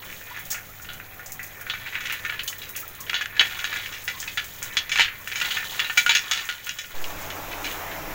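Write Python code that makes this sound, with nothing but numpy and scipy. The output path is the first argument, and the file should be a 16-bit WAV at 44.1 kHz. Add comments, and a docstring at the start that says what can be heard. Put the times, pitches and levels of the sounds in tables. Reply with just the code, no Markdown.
"""Fingers and palms rub roasted peanuts over a steel plate in a humming kitchen, close to a small microphone.
From the start nuts patter and papery skins rustle: showers of small knocks and snaps made of shaped noise.
A faint wavering sine comes and goes in the first two seconds; single knocks excite the plate's decaying
rings, skins snap as bright noise bursts and short sines squeak softly. Near the end the room's noise and
hum quickly give way to a swelling broad hiss with a lower hum, while the handling goes on and then fades."""
import sys
import numpy as np
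from scipy import signal
from scipy.io import wavfile
from scipy.ndimage import uniform_filter1d, minimum_filter1d

SR = 44100
rng = np.random.default_rng(int(sys.argv[2]) if len(sys.argv) > 2 else 0)


def unload_audio(sound):
    """Save the sound as a 16-bit wav file, at the path given as the first command line argument."""
    columns = np.transpose(np.atleast_2d(sound))
    # keep every value between -1 and 1, then stretch to whole-number steps
    steps = np.round(np.clip(columns, -1, 1) * 32767)
    wavfile.write(sys.argv[1], SR, steps.astype(np.int16))


N = 358974

# spectrum of the plate's crowded modes: (frequency [Hz], level [dB])
CROWDED_MODES = [(180, -53.5), (300, -36), (1060, -19.5), (1430, -5), (2930, -2), (3190, -7), (3350, -7),
                 (4230, -9), (6740, -15.5), (9240, -42.5), (16000, -37)]
CHANGE_S = 6.935  # the room starts to give way to the hiss


def gain_of(db):
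    """Decibels to gain."""
    return 10 ** (np.asarray(db) / 20)


def evened(x):
    """Scales to rms 1."""
    return x / np.sqrt(np.mean(x ** 2) + 1e-20)


def read(points, hz):
    """Reads a spectrum on a log-frequency axis."""
    f, value = np.transpose(points)
    return np.interp(np.log(hz + 1), np.log(f + 1), value)


def curve(rows, column):
    """One column of a table, interpolated at every sample."""
    rows = np.asarray(rows)
    return np.interp(np.arange(N) / SR, rows[:, 0], rows[:, column])


def drift(count, size):
    """Slow random movement at rms 1: noise averaged over size samples."""
    return evened(uniform_filter1d(rng.standard_normal(count), size=size))


def add(mix, s, sound):
    """Mixes a sound in at a time."""
    part = mix[round(s * SR):][:len(sound)]
    part += sound[:len(part)]


def coloured(x, db_of_hz):
    """Causal filter with the given gain: the phase follows from the log gain."""
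    hz = abs(np.fft.fftfreq(1024, 1 / SR))
    log_gain = np.log(gain_of(np.maximum(db_of_hz(hz), -100)))
    taps = np.fft.ifft(np.exp(np.conj(signal.hilbert(log_gain)))).real
    early, late = taps[:512], taps[512:]
    if abs(early).sum() > abs(late).sum():
        taps = early
    else:  # the response came out backwards in time
        taps = np.roll(taps[::-1], 1)[:512]
    return signal.oaconvolve(x, taps)[:len(x)]


def in_band(x, lo_hz, hi_hz):
    """Band-pass, used to read a level."""
    return signal.sosfilt(signal.butter(3, [lo_hz, hi_hz], "bandpass", fs=SR, output="sos"), x)


def peak_set(x, db, lo_hz, hi_hz):
    """Scales so that the loudest 4 ms of a band has the level db."""
    power = uniform_filter1d(in_band(x, lo_hz, hi_hz) ** 2, size=176)
    return x * gain_of(db) / np.sqrt(power.max())


def shower(sounds, per_s, spread_db):
    """Many small sounds at random moments, a few of them large."""
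    starts = rng.random(N) < per_s / SR
    size = gain_of(spread_db * np.minimum(rng.exponential(1, N), 3)) * starts
    which = rng.integers(0, len(sounds), N)
    return sum(signal.oaconvolve(size * (which == k), evened(s))[:N] for k, s in enumerate(sounds))


def wash(spectrum, patchy_db):
    """Steady noise whose spectrum has patches drifting in time and frequency."""
    size = 4096
    frames, hz = N // 1024 + 6, np.fft.rfftfreq(size, 1 / SR)
    a, b, patches = rng.standard_normal((frames, len(hz), 3)).T
    patches = uniform_filter1d(patches, size=40, axis=0)  # over frequency
    patches = evened(uniform_filter1d(patches, size=4, axis=1))  # over time
    z = (a + 1j * b) * gain_of(read(spectrum, hz)[:, None] + patchy_db * patches)
    return evened(signal.istft(z, nperseg=size, noverlap=3072)[1][:N])


def sine(hz):
    """A steady sine at rms 1."""
    return np.sqrt(2) * np.sin(hz * 2 * np.pi * np.arange(N) / SR)


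def room():
    """Patchy room noise with a sine hum; it sinks before the hiss enters."""
    # room noise spectrum: (frequency [Hz], level [dB])
    room_spectrum = [(5, 6), (20, 1), (45, -3.5), (75, -3), (100, -8.5), (125, -2.5), (250, -11.5),
                     (530, -9.5), (900, -13.5), (1800, -12), (4500, -26.5), (6700, -43), (9400, -30),
                     (15300, -10.5)]
    # sinking of the room: (from [s], to [s], final change [dB])
    from_s, to_s, sag_db = (5.6, 6.3, -5)
    noise_db, hum_hz, hum_over_noise_db = -41.5, 99.8, -15
    tone = gain_of(hum_over_noise_db) * sine(hum_hz)
    sag = gain_of(np.interp(np.arange(N) / SR, [from_s, to_s], [0, sag_db]))
    return gain_of(noise_db) * (wash(room_spectrum, 1.54) + tone) * sag


def hiss():
    """Broad patchy noise with a sine hum; it enters softer and swells exponentially."""
    # hiss spectrum: (frequency [Hz], level [dB])
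    hiss_spectrum = [(12, -31), (20, 10.5), (55, -27), (93, 2.5), (116, -42), (146, -3.5), (241, -15),
                     (301, -3), (367, -8.5), (825, -4), (2390, -10.5), (4540, -22), (6720, -18.5),
                     (9140, -31.5), (16000, -12.5)]
    swollen_db, hum_hz, hum_over_noise_db = -32.5, 89, -17.5
    start_db, swell_s = -6.5, .22  # start against the swollen level; time constant
    tone = gain_of(hum_over_noise_db) * sine(hum_hz)
    since = np.maximum(np.arange(N) / SR - CHANGE_S, 0)
    swell = gain_of(start_db * np.exp(-since / swell_s))
    return gain_of(swollen_db) * (wash(hiss_spectrum, 1.4) + tone) * swell


def faint_tone():
    """A sine with a wavering phase comes and goes early on."""
    # rms of the tone: (time [s], level [dB])
    tone_levels = [(.25, -80), (.5, -55), (.75, -68), (.95, -59), (1.35, -56.5), (1.6, -64), (1.9, -94)]
    tone_hz = 763
    waver = 1.2 * drift(N, 3000)  # radians
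    turns = 2 * np.pi * np.arange(N) / SR
    return np.sqrt(2) * gain_of(curve(tone_levels, column=1)) * np.sin(tone_hz * turns + waver)


def lurch():
    """The rest level swings as a decaying sine, below hearing, where the hiss comes in."""
    start_s, size, swing_hz, decay_s = 6.938, .167, 2.4, .1
    t = np.maximum(np.arange(N) / SR - start_s, 0)
    swing = size * np.sin(2 * np.pi * swing_hz * t) * np.exp(-t / decay_s)
    return uniform_filter1d(swing, size=300)


def background():
    """The room gives way to the hiss at equal power; the faint tone and the swing lie beside them."""
    fade_s = .016
    changed = np.clip((np.arange(N) / SR - CHANGE_S) / fade_s, 0, 1)
    return room() * np.sqrt(1 - changed) + hiss() * np.sqrt(changed) + faint_tone() + lurch()


def squeak(db, hz, length):
    """A sine of slightly unsteady pitch under a soft hump."""
    t = np.arange(0, length, 1 / SR)
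    wobble = 1 + .05 * drift(len(t), 90)
    tone = np.sin(2 * np.pi * np.cumsum(hz * wobble) / SR)
    return np.sqrt(2) * gain_of(db) * tone * signal.windows.tukey(len(t), .6)


def snap(t60, body_db):
    """A papery crack of decaying noise with its short bright tail."""
    # spectrum of a dry skin: (frequency [Hz], level [dB])
    skin_spectrum = [(2500, -19), (4500, -12), (6700, 0), (9300, -16), (11500, -14.5), (12300, -5.5),
                     (12900, -51), (14300, -7.5), (15500, -2), (16500, 12.5)]
    t = np.arange(5000) / SR
    tail = gain_of(-60 * t / np.clip(t60, .02, .2))
    tick = gain_of(19 - 60 * t / .00057)
    body = [(8000, body_db - 4), (9500, .11)]  # tilts everything below the treble
    burst = rng.standard_normal(len(t)) * (tail + tick)
    return coloured(burst, lambda f: read(skin_spectrum, f) + read(body, f))


def plate():
    """Free rings of the steel, two phases each: the clear modes and a crowd of weak ones."""
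    # clear modes: (frequency [Hz], level before the lift below [dB], half the free t60 [s])
    clear_modes = [(785, -17, .1), (926, -12, .07), (1265, -12, .09), (1440, -3, .17), (1711, -8, .2),
                   (1804, -6, .27), (1960, -7, .15), (2316, -3, .14), (2545, -9, .2), (2820, -8, .13),
                   (3030, -6, .16), (3328, -4, .18), (3422, -2, .15), (3710, -12, .2), (3862, -5, .15),
                   (4008, -11, .22), (4253, -15, .12), (4456, -11, .18), (4732, -19, .2), (5206, -15, .2),
                   (5469, -21, .2), (5819, -18, .2), (6185, -19, .2), (6548, -8, .14), (6944, -17, .2),
                   (7192, -19, .14)]
    clear_lift_db, count = 11, 70
    t = np.arange(6000) / SR
    clear_hz, clear_db, half_t60 = np.transpose(clear_modes)
    weak_hz = np.linspace(500, 8500, num=count) + 35 * rng.standard_normal(count)
    shortest_t60 = read([(1500, 1.0), (6000, .71)], weak_hz)  # treble dies first
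    weak_t60 = shortest_t60 * rng.uniform(1.0, 2.1, count)
    hz = np.r_[clear_hz, weak_hz][:, None]
    db = np.r_[clear_db + clear_lift_db, read(CROWDED_MODES, weak_hz)][:, None]
    t60 = np.r_[2 * half_t60, weak_t60][:, None]
    fading = gain_of(db - 60 * t / t60)
    return hz[:, 0], fading * np.sin(2 * np.pi * hz * t), fading * np.cos(2 * np.pi * hz * t)


def knock(rings, centre_hz, t60, middle_db, upper_db, thud_db, ring_db, tick_db, focus_db):
    """A tick, a dry rattle and the plate's rings, weighted by where the nut lands."""
    hz, sines, cosines = rings
    t = np.arange(sines.shape[1]) / SR
    t60 = np.clip(t60, .03, .35)
    nearest_db = 11  # lift of the ring nearest to where the nut lands
    even_rise_s, rise_slope = .00087, 2.1  # rise at even ring and rattle; dB of rise time per dB of ring

    spot, phase = rng.standard_normal((2, len(hz)))
    nearness = np.exp(-((hz / centre_hz - 1) / .025) ** 2)
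    share = gain_of(4.5 * spot + nearest_db * nearness)
    phase = 1.1 * phase  # a blow starts the rings roughly together
    ring = share * np.cos(phase) @ sines + share * np.sin(phase) @ cosines
    ring = ring * gain_of(-30 * t / t60)  # nuts lying on the steel shorten the ring

    rattle = evened(rng.standard_normal(len(t)) * gain_of(-60 * t / t60))
    start_level = np.abs(rattle[:20]).mean()
    tick = start_level * gain_of(tick_db - 60 * t / .004) * rng.standard_normal(len(t))
    rattle = evened(coloured(rattle + tick, lambda f: read(CROWDED_MODES, f)))
    jostle = gain_of(4.5 * drift(len(t), 130))  # neighbours hop and land
    clack = 1 + gain_of(-8 - 60 * t / .03)  # the nut's own short clack while it touches
    both = (rattle * jostle + gain_of(ring_db) * evened(ring)) * clack

    shape = [(400, thud_db + 27), (1100, thud_db + 23.5), (1350, .051), (2600, .22),
             (3000, middle_db + 10), (4500, middle_db + 9.5),
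             (5300, upper_db + 14.5), (7500, upper_db + 19.5), (9000, upper_db + 24)]

    def tone_db(f):
        octaves = np.log2((f + 1) / centre_hz)
        return read(shape, f) - focus_db * np.minimum(octaves ** 2, 1.5)

    rise_s = even_rise_s * gain_of(-rise_slope * ring_db)  # a dull crunch swells, a clear knock snaps
    return coloured(both, tone_db) * np.minimum(t / rise_s, 1)


def hands(rings):
    """Rolling nuts patter on the plate and skins rustle; bare steel rings out where both are busy."""
    # hands at work: (time [s], patter level at 1.2-2.7 kHz [dB], rustle level at 5.5-16 kHz [dB])
    effort = [(0, -41, -42.5), (.18, -51, -38.5), (.38, -41, -44.5), (.63, -53.5, -44), (1.45, -51, -46.5),
              (1.7, -45, -43), (2.2, -42.5, -40), (2.45, -46.5, -42.5), (3.04, -49.5, -45.5),
              (3.15, -39, -42), (3.33, -44, -48), (3.44, -38, -34.5), (3.76, -37.5, -37),
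              (4.05, -49.5, -39.5), (4.28, -44.5, -35), (4.4, -50, -39.5), (4.58, -50.5, -39),
              (4.66, -42.5, -37.5), (4.85, -42.5, -43), (4.94, -40, -58), (5.24, -48, -41),
              (5.46, -37, -31), (5.87, -42, -35), (6.03, -45, -32), (6.12, -43, -35), (6.25, -41.5, -37),
              (6.37, -37.5, -35), (6.56, -49, -39), (6.88, -48, -41), (7.19, -49.5, -34.5),
              (7.51, -70, -48), (7.73, -46, -32.5), (8.14, -81, -79)]
    middling_db = -42  # mean of patter and rustle at a middling effort
    middling_bare_db, bare_slope = -47.5, 1.56  # bright patter at that effort; its growth in dB per dB

    dull_knocks = [knock(rings, hz, .2, -31.5, -5, -10.5, .73, tick_db=-9, focus_db=18.5)
                   for hz in np.geomspace(1450, 2400, num=10)]
    bright_knocks = [knock(rings, hz, .081, .65, -10, -4, .57, tick_db=-9, focus_db=4.5)
                     for hz in np.geomspace(2800, 4200, num=8)]
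    dull = shower(dull_knocks, per_s=140, spread_db=2.5)
    bright = shower(bright_knocks, per_s=110, spread_db=2.25)
    rustle = shower([snap(.21, 0) for _ in range(8)], per_s=210, spread_db=1.3)

    patter_db, rustle_db = curve(effort, column=1), curve(effort, column=2)
    bare_db = middling_bare_db + bare_slope * ((patter_db + rustle_db) / 2 - middling_db)

    def levelled(x, db, *band):
        return x / np.std(in_band(x, *band)) * gain_of(db)

    return (levelled(dull, patter_db, 1200, 2700) + levelled(bright, bare_db, 2700, 4800)
            + levelled(rustle, rustle_db, 5500, 16000))


def blows(rings):
    """The single squeaks, skin snaps and knocks of nuts on the plate, each at its own time."""
    # brief soft squeaks: (time [s], level under the top of the hump [dB], pitch [Hz], length [s])
    squeak_rows = [(0.302, -41.5, 956, 0.034), (0.682, -50.5, 1330, 0.045), (1.297, -47, 2180, 0.026),
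                   (1.34, -56, 1085, 0.031), (2.823, -42.5, 1350, 0.035), (2.982, -47, 1110, 0.063),
                   (3.017, -54, 1017, 0.054), (4.131, -45, 1080, 0.066), (5.18, -53, 1080, 0.051)]
    # skins snapping: (time [s], peak level at 8-16 kHz [dB], t60, at most 0.2 [s], body tilt [dB])
    snap_rows = [(0.0483, -33, 0.14, -17), (0.2094, -33, 0.12, -18), (0.394, -19.5, 0.14, -9),
                 (0.4534, -28.5, 0.26, -4), (0.504, -13, 0.26, 3.5), (0.8215, -32, 0.2, -2),
                 (0.9344, -33, 0.16, -1), (1.261, -33, 0.24, 5), (1.3209, -27, 0.17, -2.5),
                 (1.4308, -25, 0.28, -3), (1.4663, -28, 0.14, -2), (1.6116, -24.5, 0.12, -6),
                 (2.1245, -23, 0.14, -5), (2.435, -23.5, 0.15, -8), (2.4648, -29, 0.14, -13),
                 (2.4766, -22, 0.2, 1.5), (2.5837, -31.5, 0.14, -3), (2.622, -31, 0.17, -5),
                 (2.6923, -24, 0.17, -9), (2.762, -20.5, 0.19, -1.5), (2.799, -13.5, 0.14, -10),
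                 (2.8795, -23, 0.24, -7), (2.9517, -32, 0.13, -7), (3.0051, -21.5, 0.13, -0.5),
                 (3.8994, -43, 0.14, 2), (4.041, -27.5, 0.26, -5.5), (4.2026, -27, 0.24, 7.5),
                 (4.4436, -31, 0.2, 0), (4.589, -28, 0.22, -7), (4.6287, -25.5, 0.21, 1.5),
                 (4.7367, -33, 0.14, 6.5), (4.7686, -43, 0.14, 3), (4.987, -41, 0.14, -4),
                 (5.1861, -31, 0.13, -15), (5.2787, -30, 0.2, 1.5), (5.9734, -14, 0.12, 2),
                 (6.1536, -25, 0.14, -4), (6.3124, -37, 0.14, 5), (6.453, -30, 0.15, 3),
                 (6.6448, -29, 0.14, 3), (6.6633, -23.5, 0.12, -2), (7.2144, -30, 0.065, 3),
                 (7.4874, -37, 0.14, -9)]
    # nuts knocking the plate: (time [s], peak level at 1-5 kHz [dB], strongest ring [Hz],
    # rattle t60, at most 0.35 [s], middle rings [dB], upper rings [dB], ring over rattle [dB])
    knock_rows = [(0.0912, -38, 1960, 0.17, -11, -15, 1), (0.1251, -34.5, 2620, 0.28, -16, -11, -1),
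                  (0.2134, -35, 1520, 0.12, -18, -15, 5), (0.3626, -33, 1700, 0.23, -23, -11, 2),
                  (0.5043, -42, 3480, 0.18, -9, -10, 1), (0.5202, -35, 1770, 0.22, -17, -17, 2),
                  (0.5444, -31.5, 1640, 0.22, -15, -21, 2), (0.5784, -37, 1630, 0.13, -11, -15, -2),
                  (0.7981, -39, 1440, 0.13, -16, -15, 5), (0.846, -39.5, 1820, 0.18, -7, -11, 3),
                  (0.8879, -33, 1464, 0.34, 0, -20, 0), (0.9996, -32, 1570, 0.14, -21, -23, 0),
                  (1.1947, -34, 1760, 0.46, -40, -13, 9), (1.3937, -29.5, 1890, 0.28, -28, -17.5, 3),
                  (1.6102, -35, 1650, 0.069, -37, -15, -1), (1.6666, -30, 1500, 0.18, -18, -21, 2),
                  (1.699, -20.5, 3730, 0.12, -9, -21, 9), (1.737, -27.5, 1550, 0.26, -14, -17, 3),
                  (1.8602, -30.5, 2170, 0.18, -13.5, -22, -2), (1.9245, -30, 1980, 0.29, -14, -22, -3),
                  (1.9535, -22.5, 1910, 0.17, -16, -24, 1), (2.0058, -30, 2160, 0.2, -12, -9, 5),
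                  (2.0537, -27.5, 1980, 0.21, -6, -8, 1), (2.0976, -24, 2800, 0.21, -15, -17.5, 0),
                  (2.1256, -27, 1990, 0.16, -10, -15, 2), (2.2493, -24, 1800, 0.16, -13, -18, 1.5),
                  (2.2947, -22.5, 1460, 0.12, -8, -24, 1), (2.3236, -26.5, 1730, 0.3, -12, -24, 3),
                  (2.3925, -24.5, 2570, 0.14, -7, -17, 0.5), (2.4773, -27.5, 3010, 0.06, 4, -15, -2),
                  (2.5277, -31.5, 2000, 0.06, -11, -12, 4), (2.6174, -33.5, 3830, 0.38, -14, -17, 4),
                  (2.7506, -34, 2050, 0.23, -9, -20, -6), (3.0659, -36, 1830, 0.16, -1, -7, 0),
                  (3.0959, -20.5, 2280, 0.082, -9, -13, 3), (3.1318, -20.5, 2140, 0.15, -23, -18, -1),
                  (3.1428, -19, 3400, 0.23, -11.5, -22, 6.5), (3.2101, -23, 1720, 0.12, -10, -12, 4.5),
                  (3.258, -23.5, 1860, 0.12, -10.5, -9.5, 1), (3.3657, -28, 1690, 0.23, -14, -15, 5),
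                  (3.3947, -6.5, 3310, 0.082, -5.5, -21.5, 2), (3.4074, -14.5, 3360, 0.16, -24, -24, 4.5),
                  (3.5094, -33, 1440, 0.21, -9, -18, -5), (3.5902, -29, 2180, 0.22, -8, -5, 7),
                  (3.6426, -20, 1720, 0.14, -6, -11.5, 3), (3.6994, -43, 1700, 0.18, -8, -15, 3),
                  (3.7279, -25.5, 1720, 0.26, -9, -15, 6), (3.7594, -26.5, 1660, 0.27, -16, -11, 0),
                  (3.8601, -26, 2900, 0.13, -14, -13, 0), (3.925, -34, 2900, 0.33, -14, -8, -2),
                  (3.9654, -34.5, 2320, 0.12, -12, -18, 1), (4.0781, -21, 2390, 0.15, -15, -13, 6),
                  (4.2263, -32, 1800, 0.2, -6, -15, 5), (4.2772, -27, 3560, 0.14, -15, -17, 6),
                  (4.3735, -20.5, 1870, 0.19, -7, -15, -1), (4.6214, -33, 1710, 0.21, -11, -15, 9),
                  (4.7691, -15, 3450, 0.11, -7.5, -12.5, 2.5), (4.8943, -27.5, 2540, 0.25, -10, -5, 8),
                  (4.9172, -19, 2300, 0.23, -7.5, -7, 5), (4.9571, -19.5, 2380, 0.18, -14, -16, 0),
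                  (4.9726, -21, 1710, 0.12, -7, -12, -4), (4.9861, -19, 1640, 0.096, -6, -19, -2),
                  (4.9954, -10, 3030, 0.14, -14, -19.5, 3.5), (5.017, -14, 2980, 0.13, -6, -13, 3.5),
                  (5.0454, -23.5, 1710, 0.14, -7, -18, -5), (5.0814, -25, 1830, 0.2, -19, -22, -1),
                  (5.2744, -24.5, 1840, 0.28, -10, -12, 3.5), (5.3163, -26.5, 2500, 0.21, -15, -14, -2),
                  (5.3572, -24, 2300, 0.4, -9, -3, 4), (5.4006, -26, 2120, 0.22, -6, -6, 1),
                  (5.4136, -19.5, 2080, 0.19, -10, -14, -1), (5.4504, -28.5, 1800, 0.18, -4, -18, -2),
                  (5.5059, -23.5, 2000, 0.18, -2, -11, -1), (5.5692, -22.5, 1780, 0.18, -14, -17, 2),
                  (5.6276, -27.5, 1700, 0.18, -21, -28, 3), (5.7937, -17.5, 2780, 0.17, -13, -18, 4),
                  (5.8451, -26.5, 2740, 0.18, -12, -22, 6), (5.898, -21.5, 1480, 0.12, -11, -24, 5),
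                  (5.9733, -5, 2340, 0.13, -9, -11.5, 5), (6.0631, -14, 1430, 0.12, -8.5, -12, 6.5),
                  (6.0935, -11.5, 2370, 0.19, -9, -15, 5.5), (6.1094, -15, 3460, 0.15, -8.5, -14, 3.5),
                  (6.1504, -14.5, 3500, 0.19, -11.5, -14, 3), (6.3121, -18, 1370, 0.28, -3, -6, 3),
                  (6.3739, -27, 1810, 0.35, -5, -10, 1), (6.4896, -21.5, 1440, 0.22, -3.5, -12, 2),
                  (6.6692, -28, 2400, 0.18, -12, -15, 5.5), (6.6927, -24, 2820, 0.16, -10, -5.5, 6),
                  (6.787, -29, 2400, 0.2, -8, 1, 6), (6.8428, -36, 2540, 0.12, -13, -25, 5),
                  (7.0419, -27, 3200, 0.13, -11, -12, 3), (7.3033, -30, 2950, 0.13, -11, -10, 5),
                  (7.5153, -31.5, 2600, 0.29, -14, -15, 2), (7.6435, -27.5, 2310, 0.24, -8.5, -6, 0),
                  (7.7084, -33.5, 2800, 0.18, -4, -18, 2), (7.9139, -34.5, 1780, 0.2, -2, -15, 3)]
    thud_db = -24
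    tick_at_0_db, tick_slope = 16.5, .29  # tick of a 0 dB knock [dB]; its fall for softer ones [dB per dB]
    focus = .23  # the softer a knock, the closer it gathers round its strongest ring [dB per dB]

    out = np.zeros(N)
    for s, *rest in squeak_rows:
        add(out, s, squeak(*rest))
    for s, db, *rest in snap_rows:
        add(out, s, peak_set(snap(*rest), db, 8000, 16000))
    for s, db, hz, t60, middle_db, upper_db, ring_db in knock_rows:
        sound = knock(rings, hz, t60, middle_db, upper_db, thud_db, ring_db,
                      tick_db=tick_at_0_db + tick_slope * db, focus_db=-focus * db)
        add(out, s, peak_set(sound, db, 1000, 5000))
    return out


def scene():
    """All sources at one microphone."""
    rings = plate()
    return (background() + hands(rings) + blows(rings))[None]


def record(dry):
    """A limiter holds the loudest peaks just under full scale; then a low-pass limits the band."""
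    ceiling, edge_hz = .98, 15800
    peak = -minimum_filter1d(-abs(dry), size=89)  # highest peak within 2 ms
    held = dry / uniform_filter1d(np.maximum(peak / ceiling, 1), size=45)
    low_pass = signal.firwin(511, edge_hz, window=("kaiser", 9), fs=SR)
    return signal.oaconvolve(held, low_pass[None], "same")


dry = scene()
out = record(dry)
unload_audio(out)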